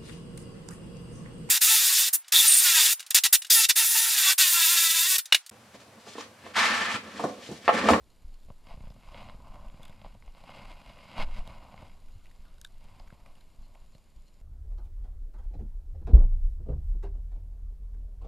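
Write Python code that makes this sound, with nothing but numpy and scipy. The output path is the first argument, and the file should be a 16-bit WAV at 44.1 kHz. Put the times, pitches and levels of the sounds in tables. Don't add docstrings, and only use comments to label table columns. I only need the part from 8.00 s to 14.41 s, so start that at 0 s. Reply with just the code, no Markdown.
import sys
import numpy as np
from scipy import signal
from scipy.fft import rfft, irfft
from scipy.io import wavfile
from scipy.ndimage import uniform_filter1d

SR = 44100
rng = np.random.default_rng(int(sys.argv[2]) if len(sys.argv) > 2 else 0)


def transcribe(u):
    v = np.clip(np.atleast_2d(u).T, -1, 1)
    q = np.round(v * 32767).astype(np.int16)
    wavfile.write(sys.argv[1], SR, q)


def natural_amplitude(level_db):
    exponent = np.asarray(level_db, float) / 20
    return 10 ** exponent


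N = 282856
TIME_S = np.arange(N) / SR

# frequency in Hz, density in dB per Hz.
HOUSING_RESPONSE = [(35, -24), (60, -4), (201, -3), (390, -10), (524, -5.5), (1040, -9), (1680, -27),
                    (2110, -15.5), (2840, -15.5), (3560, -26), (4900, -24.5), (5750, -34), (10200, -40),
                    (13100, -47.5), (14000, -53.5)]
# frequency in Hz, width in Hz, level in dB (unused).
SHELL_MODES = [(1039, 310, 0), (1520, 210, -8), (2140, 88, -2), (2846, 59, -6), (3310, 140, -10),
               (3870, 380, -13), (4400, 8.1, -14), (4920, 160, -13)]

# peak in seconds, rise in seconds, fall in seconds, level in dB, brightness in dB.
READYING_STROKES = [(.712, 0.095, 0.067, -55, -4.5), (.88, 0.19, 0.082, -65, -1.5),
                    (1.07, 0.14, 0.088, -58, -3.5), (1.18, 0.12, 0.13, -49, -4),
                    (1.29, 0.078, 0.085, -55.5, -4), (1.47, 0.16, 0.56, -58.5, -11.5),
                    (1.66, 0.51, .09, -56.5, -13), (1.84, 0.13, 0.15, -57.5, -3.5),
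                    (2.07, 0.24, 0.12, -60.5, -4), (2.284, 0.067, 0.033, -61, -4.5),
                    (2.4, 0.13, 0.096, -60, -2.5), (2.51, 0.084, .07, -49.5, -4),
                    (2.57, 0.043, .07, -51.5, -3), (2.635, 0.085, .05, -48, -3),
                    (2.71, .07, 0.056, -50.5, -2.5), (2.79, .08, 0.13, -56.5, -3),
                    (2.88, 0.093, 0.75, -58, -1.5)]
# peak in seconds, rise in seconds, fall in seconds, level in dB, brightness in dB.
CASTING_STROKES = [
    (3.1, 0.21, 0.11, -53, -3),
    (3.186, 0.055, 0.068, -40.5, -5),
    (3.214, 0.045, 0.03, -34.5, -1.5),
    (3.29, 0.066, .06, -53, -13),
    (3.389, 0.16, 0.036, -50, -3),
    (3.481, 0.091, 0.42, -53.5, -6),
    (3.65, .2, 0.26, -60, -18),
    (3.82, 0.26, 0.15, -55.5, -5.5),
]
# peak in seconds, rise in seconds, fall in seconds, level in dB, brightness in dB.
REELING_STROKES = [
    (4.3, 0.49, 0.7, -72, -3.5),
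    (4.87, 0.18, 0.2, -65, -4.5),
    (5.0, 0.21, 0.32, -62, -6),
    (5.29, 0.23, 0.11, -62, -11),
    (5.42, 0.18, .1, -70, -2),
    (5.75, 0.28, 0.15, -67, -11),
]
STROKE_DROP_DB, STROKE_SHAPE = 15.5, 1.19
REST_CAVITY_DB, REST_SHELL_DB, REST_HUM_DB, REST_LEAK_DB = -75, -78.5, -71.5, -82
HUM_DB, HUM_SLOPE, LEAK_DB, LEAK_SLOPE = -58.5, 1, -69, 0.83

# start in seconds, hum in dB, cavity over hum in dB.
CHEST_BUMPS = [(.485, -52.5, -1), (0.502, -40, -3), (0.962, -50.5, -3.5), (1.345, -46, -8),
               (1.401, -49, -9), (1.743, -42.5, -13), (1.796, -44.5, -6.5), (1.804, -51.5, 1),
               (1.895, -43.5, -9.5), (1.907, -49.5, -6), (2.061, -50, 0), (2.15, -48.5, -3),
               (2.896, -52, -6), (3.475, -43.5, -6), (3.826, -41.5, -7), (5.125, -43, -9),
               (5.95, -46, -10.5)]
# start in seconds, peak in dB, hardness in dB.
CREASE_SNAPS = [(.708, -44, -9), (.671, -57, 5), (.808, -53, 0), (1.145, -41, 3), (1.219, -41.5, -4),
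                (1.287, -42.5, -0.5), (1.297, -43, -0.5), (1.7, -52, 4), (1.905, -58, -14), (2.016, -50, 5),
                (2.046, -37.5, -9), (2.061, -47, -6), (2.146, -53, -21), (2.224, -56.5, 9),
                (2.278, -48, -3), (2.349, -51, 2), (2.438, -43, -9), (2.493, -39, -3), (2.552, -56, -7),
                (2.595, -43, -4), (2.896, -53, 6), (2.972, -43.5, -7), (3.404, -42.5, -13),
                (3.649, -45.5, -7), (3.696, -49, -10), (3.741, -40.5, -10), (3.778, -52.5, 8.5),
                (4.999, -48, -4), (5.26, -51, -2), (5.754, -50.5, -8)]
JUDDER_START_S, JUDDER_PERIOD_S, JUDDER_COUNT = .7405, .0326, 6
JUDDER_DB, JUDDER_CAVITY_DB = -43, -9
BUMP_SHELL_DB, SNAP_HUM_DB = -13, -13
BUMP_THUD_DB, SNAP_THUD_DB = -1, -14
THUD_HZ, THUD_T60_S = 570, 0.025

# frequency in Hz, level in dB, t60 in seconds.
REEL_MODES = [(1560, 0, .011), (3600, -2, .007), (4500, -6, .006), (5500, -6, .006)]
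# start in seconds, peak in dB, frame ring in dB, treble in dB, rattle length in seconds.
BAIL_HITS = [
    (4.582, -59, -64, -64, .0015),
    (4.614, -46, -58, -44, 0.00094),
    (4.6453, -52, -56, -58, 0.0015),
    (4.6475, -35.5, -45.5, -47.5, 0.0019),
    (4.654, -52, -70, -61, 0.00063),
    (4.661, -58, -64, -67, 0.0041),
    (4.671, -59, -70, -65, .0026),
    (4.742, -63, -71, -78, .002),
]
BAIL_HZ = 3700
# start in seconds, peak in dB.
WIRE_PINGS = [
    (1.8307, -47),
    (1.852, -48.5),
    (1.88, -53),
    (1.895, -55),
]
PING_HZ, PING_FRAME_DB, PING_TREBLE_DB, PING_RATTLE_S = 3450, -63, -8, .002
# start in seconds, peak in dB, ring in Hz, frame ring in dB.
REEL_TICKS = [(.432, -62, 3503, -76), (0.448, -62, 3100, -74), (.902, -52, 4900, -73),
              (1.682, -54, 2600, -74), (1.925, -54, 2060, -72), (4.084, -59, 2680, -70),
              (4.256, -49, 2240, -65), (4.267, -55, 2630, -77), (4.3122, -54, 2070, -77),
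              (4.4518, -59, 2880, -64), (4.841, -56, 2960, -76), (4.996, -51, 4960, -66),
              (5.075, -54, 2140, -61), (5.102, -51, 2100, -51), (5.2609, -49.5, 2170, -61),
              (5.353, -58, 2860, -73), (5.4071, -55.5, 3920, -68), (5.749, -53, 2080, -68),
              (5.949, -56.5, 3900, -72)]
TICK_TREBLE_DB, TICK_RATTLE_S = -70, 0.0029
# start in seconds, peak in dB, ring in Hz, treble in dB, rattle length in seconds.
LINE_SLAPS = [
    (3.475, -41.5, 3700, -54.5, 0.00094),
]
SLAP_FRAME_DB = -70
# peak in seconds, rise in seconds, fall in seconds, level in dB, brightness in dB.
THUMB_SLIDES = [
    (4.47, .04, 0.11, -69.5, -5),
    (4.22, 0.055, 0.045, -78, -12),
]

# start in seconds, signed size, slow ring in Hz, t60 in seconds, knock in dB.
BODY_THUMPS = [(0.246, -0.011, 22, 0.87, -31.5), (0.487, -0.0065, 15.4, 1, -48),
               (.71, -0.017, 19, 0.2, -46), (0.807, 0.016, 25, 0.19, -32), (0.858, 0.0087, 36, 0.42, -53),
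               (1.075, 0.015, 20, 0.26, -48), (1.494, -0.03, 21, 0.14, -55),
               (1.662, -0.024, 27, 0.15, -54.5), (2.041, -0.0095, 30, 0.4, -44),
               (2.27, -0.017, 25.6, 0.19, -48), (2.648, -0.0088, 25.7, 0.48, -58),
               (2.869, -0.011, 33, 0.15, -46.5), (3.186, 0.066, 14.4, 0.77, -30),
               (3.319, 0.03, 21.4, 0.34, -73), (3.385, -0.098, 16, 0.15, -40),
               (4.078, 0.011, 17, 0.12, -46), (4.155, -0.016, 88, 0.072, -50),
               (4.392, 0.009, 21.4, 0.53, -34.5), (4.846, 0.014, 15.4, 0.32, -47),
               (5.07, -0.018, 20.4, 0.12, -50), (5.0, 0.0091, 28, .3, -50),
               (5.586, -0.0104, 24.3, 0.63, -34), (5.812, 0.003, 30, 0.21, -45),
               (6.162, -0.0069, 24, 0.67, -33.5)]
# time in seconds, level in dB.
BODY_EFFORT = [(0.0, -54), (0.12, -68), (0.27, -55), (0.36, -67), (0.5, -50), (0.57, -66), (0.84, -44),
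               (0.91, -55), (1.73, -50.5), (1.82, -55.5), (2.25, -54), (2.48, -61), (2.68, -54),
               (3.14, -67), (3.19, -39.5), (3.71, -57.5), (4.68, -57), (6.41, -62)]
SWAY_DB, SWAY_SLOPE, SWAY_WALK_DB, SWAY_TOP_DB, FLUTTER_DB = -48, 0.42, 6, -44, 1.5
# peak in seconds, rise in seconds, fall in seconds, level in dB, brightness in dB.
STRAP_STRAINS = [(.98, 0.068, 0.048, -61, 2), (1.25, 0.11, 0.15, -52.5, -10),
                 (1.4, 0.14, 0.12, -53.5, -9.5), (1.62, 0.15, 0.075, -64.5, 4),
                 (2.03, 0.075, 0.054, -56, -5), (2.15, 0.072, 0.096, -63, 3), (2.9, .06, .06, -55, -8.5),
                 (3.09, 0.093, 0.053, -58, -10), (3.2, 0.052, 0.053, -52.5, 0),
                 (3.5, 0.078, 0.1026, -54.5, -6), (3.8, .15, 0.11, -54.5, -3), (5.0, 0.22, .15, -58, -9),
                 (5.62, 0.052, 0.17, -61, -7)]

# frequency in Hz, width in Hz, level in dB.
CIRCUIT_MODES = [(2940, 340, 3), (4200, 200, 7), (6780, 470, -4)]
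# start in seconds, length in seconds, level in dB.
CIRCUIT_CHIRRS = [
    (.095, 0.037, -75),
    (0.327, 0.025, -71),
    (4.122, .04, -75),
    (5.625, 0.051, -71.5),
    (5.928, .04, -73),
    (6.254, 0.043, -73.5),
]
BEAT_START_S, BEAT_PERIOD_S = .0415, .06
# frequency in Hz, density in dB per Hz.
HISS_SPECTRUM = [(35, -31.5), (60, -6), (277, -15), (356, -17), (993, -26), (1920, -29.5), (3560, -29),
                 (4370, -28), (6300, -36.5), (7060, -34.5), (7900, -34.5), (13100, -35), (14000, -41)]
HISS_DB = -72.5
CONVERTER_OFFSET = np.array([[-.00012], [.0005]])


def level(x, db=0):
    return x * natural_amplitude(db) / np.sqrt(np.mean(x ** 2))


def peak(x, db):
    return natural_amplitude(db) * x / np.abs(x).max()


def noise(count=N):
    return rng.standard_normal(count)


def band(x, lo_hz, hi_hz, order=4):
    sos = signal.butter(order, [lo_hz, min(hi_hz, .45 * SR)], "band", fs=SR, output="sos")
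    return signal.sosfilt(sos, x)


def colour(x, points, peaks=(), lift_db=6, size=4096):
    f_hz = np.maximum(np.arange(size // 2 + 1) * SR / size, 1)
    points_hz, points_db = np.transpose(points)
    gain_db = np.interp(np.log(f_hz), np.log(points_hz), points_db)
    for hz, width_hz, _ in peaks:
        gain_db = gain_db + lift_db / (1 + (2 * (f_hz - hz) / width_hz) ** 2)
    cepstrum = irfft(gain_db * np.log(10) / 20)
    cepstrum[1:size // 2] *= 2
    cepstrum[size // 2 + 1:] = 0
    impulse = irfft(np.exp(rfft(cepstrum)))
    return signal.fftconvolve(x, impulse)[:len(x)]


def walk(rate_hz):
    hold = int(SR / rate_hz)
    steps = np.repeat(noise(N // hold + 1), hold)
    return 0.82 * uniform_filter1d(uniform_filter1d(steps, hold), hold)[:N]


def curves(table):
    s, *columns = np.transpose(table)
    return [np.interp(TIME_S, s, column) for column in columns]


def ring(t, hz, t60_s):
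    return np.sin(2 * np.pi * hz * t) * np.exp(-np.log(1000) * t / t60_s)


def excite(force, mode):
    return signal.fftconvolve(force, mode)[:len(force)]


def add(out, s, sound):
    i = int(s * SR)
    out[i:i + len(sound)] += sound[:len(out) - i]


def strokes(table):
    plain, bright = 1e-12, 1e-12
    for s, rise_s, fall_s, db, bright_db in table:
        away = np.where(TIME_S < s, (s - TIME_S) / rise_s, (TIME_S - s) / fall_s)
        drop_db = np.minimum(STROKE_DROP_DB * away ** STROKE_SHAPE, 80)
        power = natural_amplitude(db - drop_db) ** 2
        plain = plain + power
        bright = bright + power * natural_amplitude(bright_db) ** 2
    return 10 * np.log10(plain), 10 * np.log10(bright)


def housing(force):
    x = colour(force, HOUSING_RESPONSE, SHELL_MODES + [(545, 99, 0)], lift_db=5)
    hum = band(x, 60, 267, order=2)
    cavity = band(x, 624, 1530)
    shell = band(x, 1520, 4550, order=3)
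    leak = band(x, 6180, 20000, order=3)
    return hum, cavity, shell, leak


def cloth():
    sizes_db = np.minimum(4.9 * rng.exponential(size=N), 12)
    slips = (rng.random(N) < 1200 / SR) * noise() * natural_amplitude(sizes_db)
    flicker = natural_amplitude(0.19 * walk(45) + 2.8 * walk(140))
    force = flicker * (level(noise()) + level(slips, -2.2))
    hum, cavity, shell, leak = (level(part) for part in housing(force))
    plain_db, bright_db = strokes(READYING_STROKES + CASTING_STROKES + REELING_STROKES)
    hum_db = HUM_DB + HUM_SLOPE * (plain_db + 55)
    leak_db = LEAK_DB + LEAK_SLOPE * (bright_db + 55)
    regions = [(cavity, plain_db, REST_CAVITY_DB), (shell, bright_db, REST_SHELL_DB),
               (hum, hum_db, REST_HUM_DB), (leak, leak_db, REST_LEAK_DB)]
    out = np.zeros(N)
    for part, db, rest_db in regions:
        out += np.hypot(natural_amplitude(db), natural_amplitude(rest_db)) * natural_amplitude(0.96 * walk(25) - 1.5) * part
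    return out


def taps():
    out, t = np.zeros(N), TIME_S[:2600]
    judder = [(JUDDER_START_S + k * JUDDER_PERIOD_S, JUDDER_DB, JUDDER_CAVITY_DB) for k in range(JUDDER_COUNT)]
    contacts = [(s, db + over_db, db + BUMP_SHELL_DB, db, BUMP_THUD_DB) for s, db, over_db in CHEST_BUMPS + judder]
    contacts += [(s, db, db + hard_db, db + SNAP_HUM_DB, SNAP_THUD_DB) for s, db, hard_db in CREASE_SNAPS]
    for s, cavity_db, shell_db, hum_db, thud_db in contacts:
        grit = noise(len(t))
        scuff = np.exp(-t / 0.00047) * (0.66 + grit)
        knock = (np.exp(-t / 0.00062) + 0.2 * np.exp(-t / 0.01)) * (0.52 + grit)
        push = signal.lfilter([1], [1, -np.exp(-1 / (0.00036 * SR))], knock)
        hum, cavity, _, _ = housing(push)
        shell = housing(scuff)[2]
        thud = band(excite(push, ring(t, THUD_HZ, THUD_T60_S)), 240, 900, order=1)
        add(out, s, peak(hum, hum_db + 0.5) + peak(thud, cavity_db + thud_db)
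            + peak(cavity, cavity_db) + peak(shell, shell_db + 1.5))
    return out


def reel(table, t60_s, body, crack_hz):
    out, t = np.zeros(N), TIME_S[:1800]
    frame_hz, _, frame_t60_s = REEL_MODES[0]
    frame_mode = ring(t, frame_hz, 0.97 * frame_t60_s)
    body_modes = body * sum(natural_amplitude(db) * ring(t, hz, decay_s) for hz, db, decay_s in REEL_MODES[1:])
    for s, db, hz, frame_db, treble_db, length_s in table:
        decay = np.exp(-t / max(length_s, .0003))
        rattle = noise(len(t)) * decay * (1 - np.exp(-t / 0.00033))
        part = band(excite(rattle, ring(t, hz, t60_s) + body_modes), 2040, 4400, order=1)
        frame = band(excite(rattle, frame_mode), 1400, 1870, order=1)
        crack = band(rattle, *crack_hz, order=2)
        add(out, s, peak(part, db) + peak(frame, frame_db + 3.0) + peak(crack, treble_db + 7.0))
    return out


def metal():
    bail = [(s, db, BAIL_HZ, *rest) for s, db, *rest in BAIL_HITS]
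    pings = [(s, db, PING_HZ, PING_FRAME_DB, db + PING_TREBLE_DB, PING_RATTLE_S) for s, db in WIRE_PINGS]
    ticks = [(*row, TICK_TREBLE_DB, TICK_RATTLE_S) for row in REEL_TICKS]
    ticks += [(s, db, hz, SLAP_FRAME_DB, treble_db, length_s) for s, db, hz, treble_db, length_s in LINE_SLAPS]
    out = reel(bail, 0.0082, 0.29, (4600, 11000))
    out += reel(pings, 0.011, 0.063, (5000, 13500))
    return out + reel(ticks, 0.0048, 0.12, (5000, 12000))


def thumb():
    drag = natural_amplitude(3.0 * walk(90)) * noise()
    frame_db, wire_db = strokes(THUMB_SLIDES)
    frame = level(band(drag, 1170, 1500, order=2))
    wire = level(band(drag, 3000, 4200, order=2))
    return natural_amplitude(frame_db) * frame + natural_amplitude(wire_db) * wire


def mount():
    effort_db, = curves(BODY_EFFORT)
    sway = level(band(noise(), 8.76, 23.4, order=2), -3.0)
    flutter = level(band(noise(), 27, 64.7, order=2), -5)
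    sway_db = SWAY_DB + SWAY_SLOPE * (effort_db + 54.5) + SWAY_WALK_DB * walk(7.2)
    out = natural_amplitude(np.minimum(sway_db, SWAY_TOP_DB)) * sway + natural_amplitude(effort_db + FLUTTER_DB) * flutter
    t = TIME_S[:SR // 2]
    soft = 1 - np.exp(-t / 0.0095)
    for s, size, hz, t60_s, knock_db in BODY_THUMPS:
        slow = 1.51 * size * ring(t, hz, t60_s)
        knock = np.sign(size) * natural_amplitude(knock_db) * ring(t, 44.5, 0.12)
        add(out, s, soft * (slow + knock))
    return out


def strap():
    slips = natural_amplitude(1.9 * walk(40)) * noise()
    low_db, high_db = strokes(STRAP_STRAINS)
    low = level(band(slips, 55, 124, order=2))
    high = level(band(slips, 128, 235, order=4))
    return natural_amplitude(low_db) * low + natural_amplitude(high_db) * high


def circuit():
    source = noise()
    tones = [level(band(source, hz - width_hz / 2, hz + width_hz / 2, order=1), db)
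             for hz, width_hz, db in CIRCUIT_MODES]
    since_beat_s = (TIME_S - BEAT_START_S) % BEAT_PERIOD_S
    beat = np.exp(-since_beat_s / 0.0019) * natural_amplitude(0.57 * walk(4.3))
    tick = beat * (level(band(source, 2500, 6200, order=1), -66) + level(tones[2], -72.5))
    gate = np.zeros(N)
    for s, length_s, db in CIRCUIT_CHIRRS:
        add(gate, s, natural_amplitude(db) * signal.windows.tukey(int(length_s * SR), .4))
    return tick + gate * level(sum(tones))


def hiss():
    x = band(colour(noise(), HISS_SPECTRUM), 38, 18100, order=6)
    x = x * natural_amplitude(HISS_DB + 1.0) / np.std(band(x, 230, 13000))
    whine = natural_amplitude(2.4 * walk(4.7)) * level(band(noise(), 6900, 7200, order=2), -85.5)
    return natural_amplitude(1.0 * walk(1.7)) * x + whine


def scene():
    steady = cloth() + taps() + mount() + strap() + circuit() + hiss()
    steady = signal.sosfilt(signal.ellip(10, .2, 60, 13600, fs=SR, output="sos"), steady)
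    mono = steady + metal() + thumb()
    side = level(band(noise(), 4200, 9500, order=1), -96.5)
    side += level(band(noise(), 15, 72, order=2), -89)
    return np.array([mono + side, mono - side])


def low_pass(x):
    return signal.sosfilt(signal.butter(12, 14200, fs=SR, output="sos"), x)


def record(dry):
    return low_pass(dry + CONVERTER_OFFSET)


dry = scene()
out = record(dry)
transcribe(out)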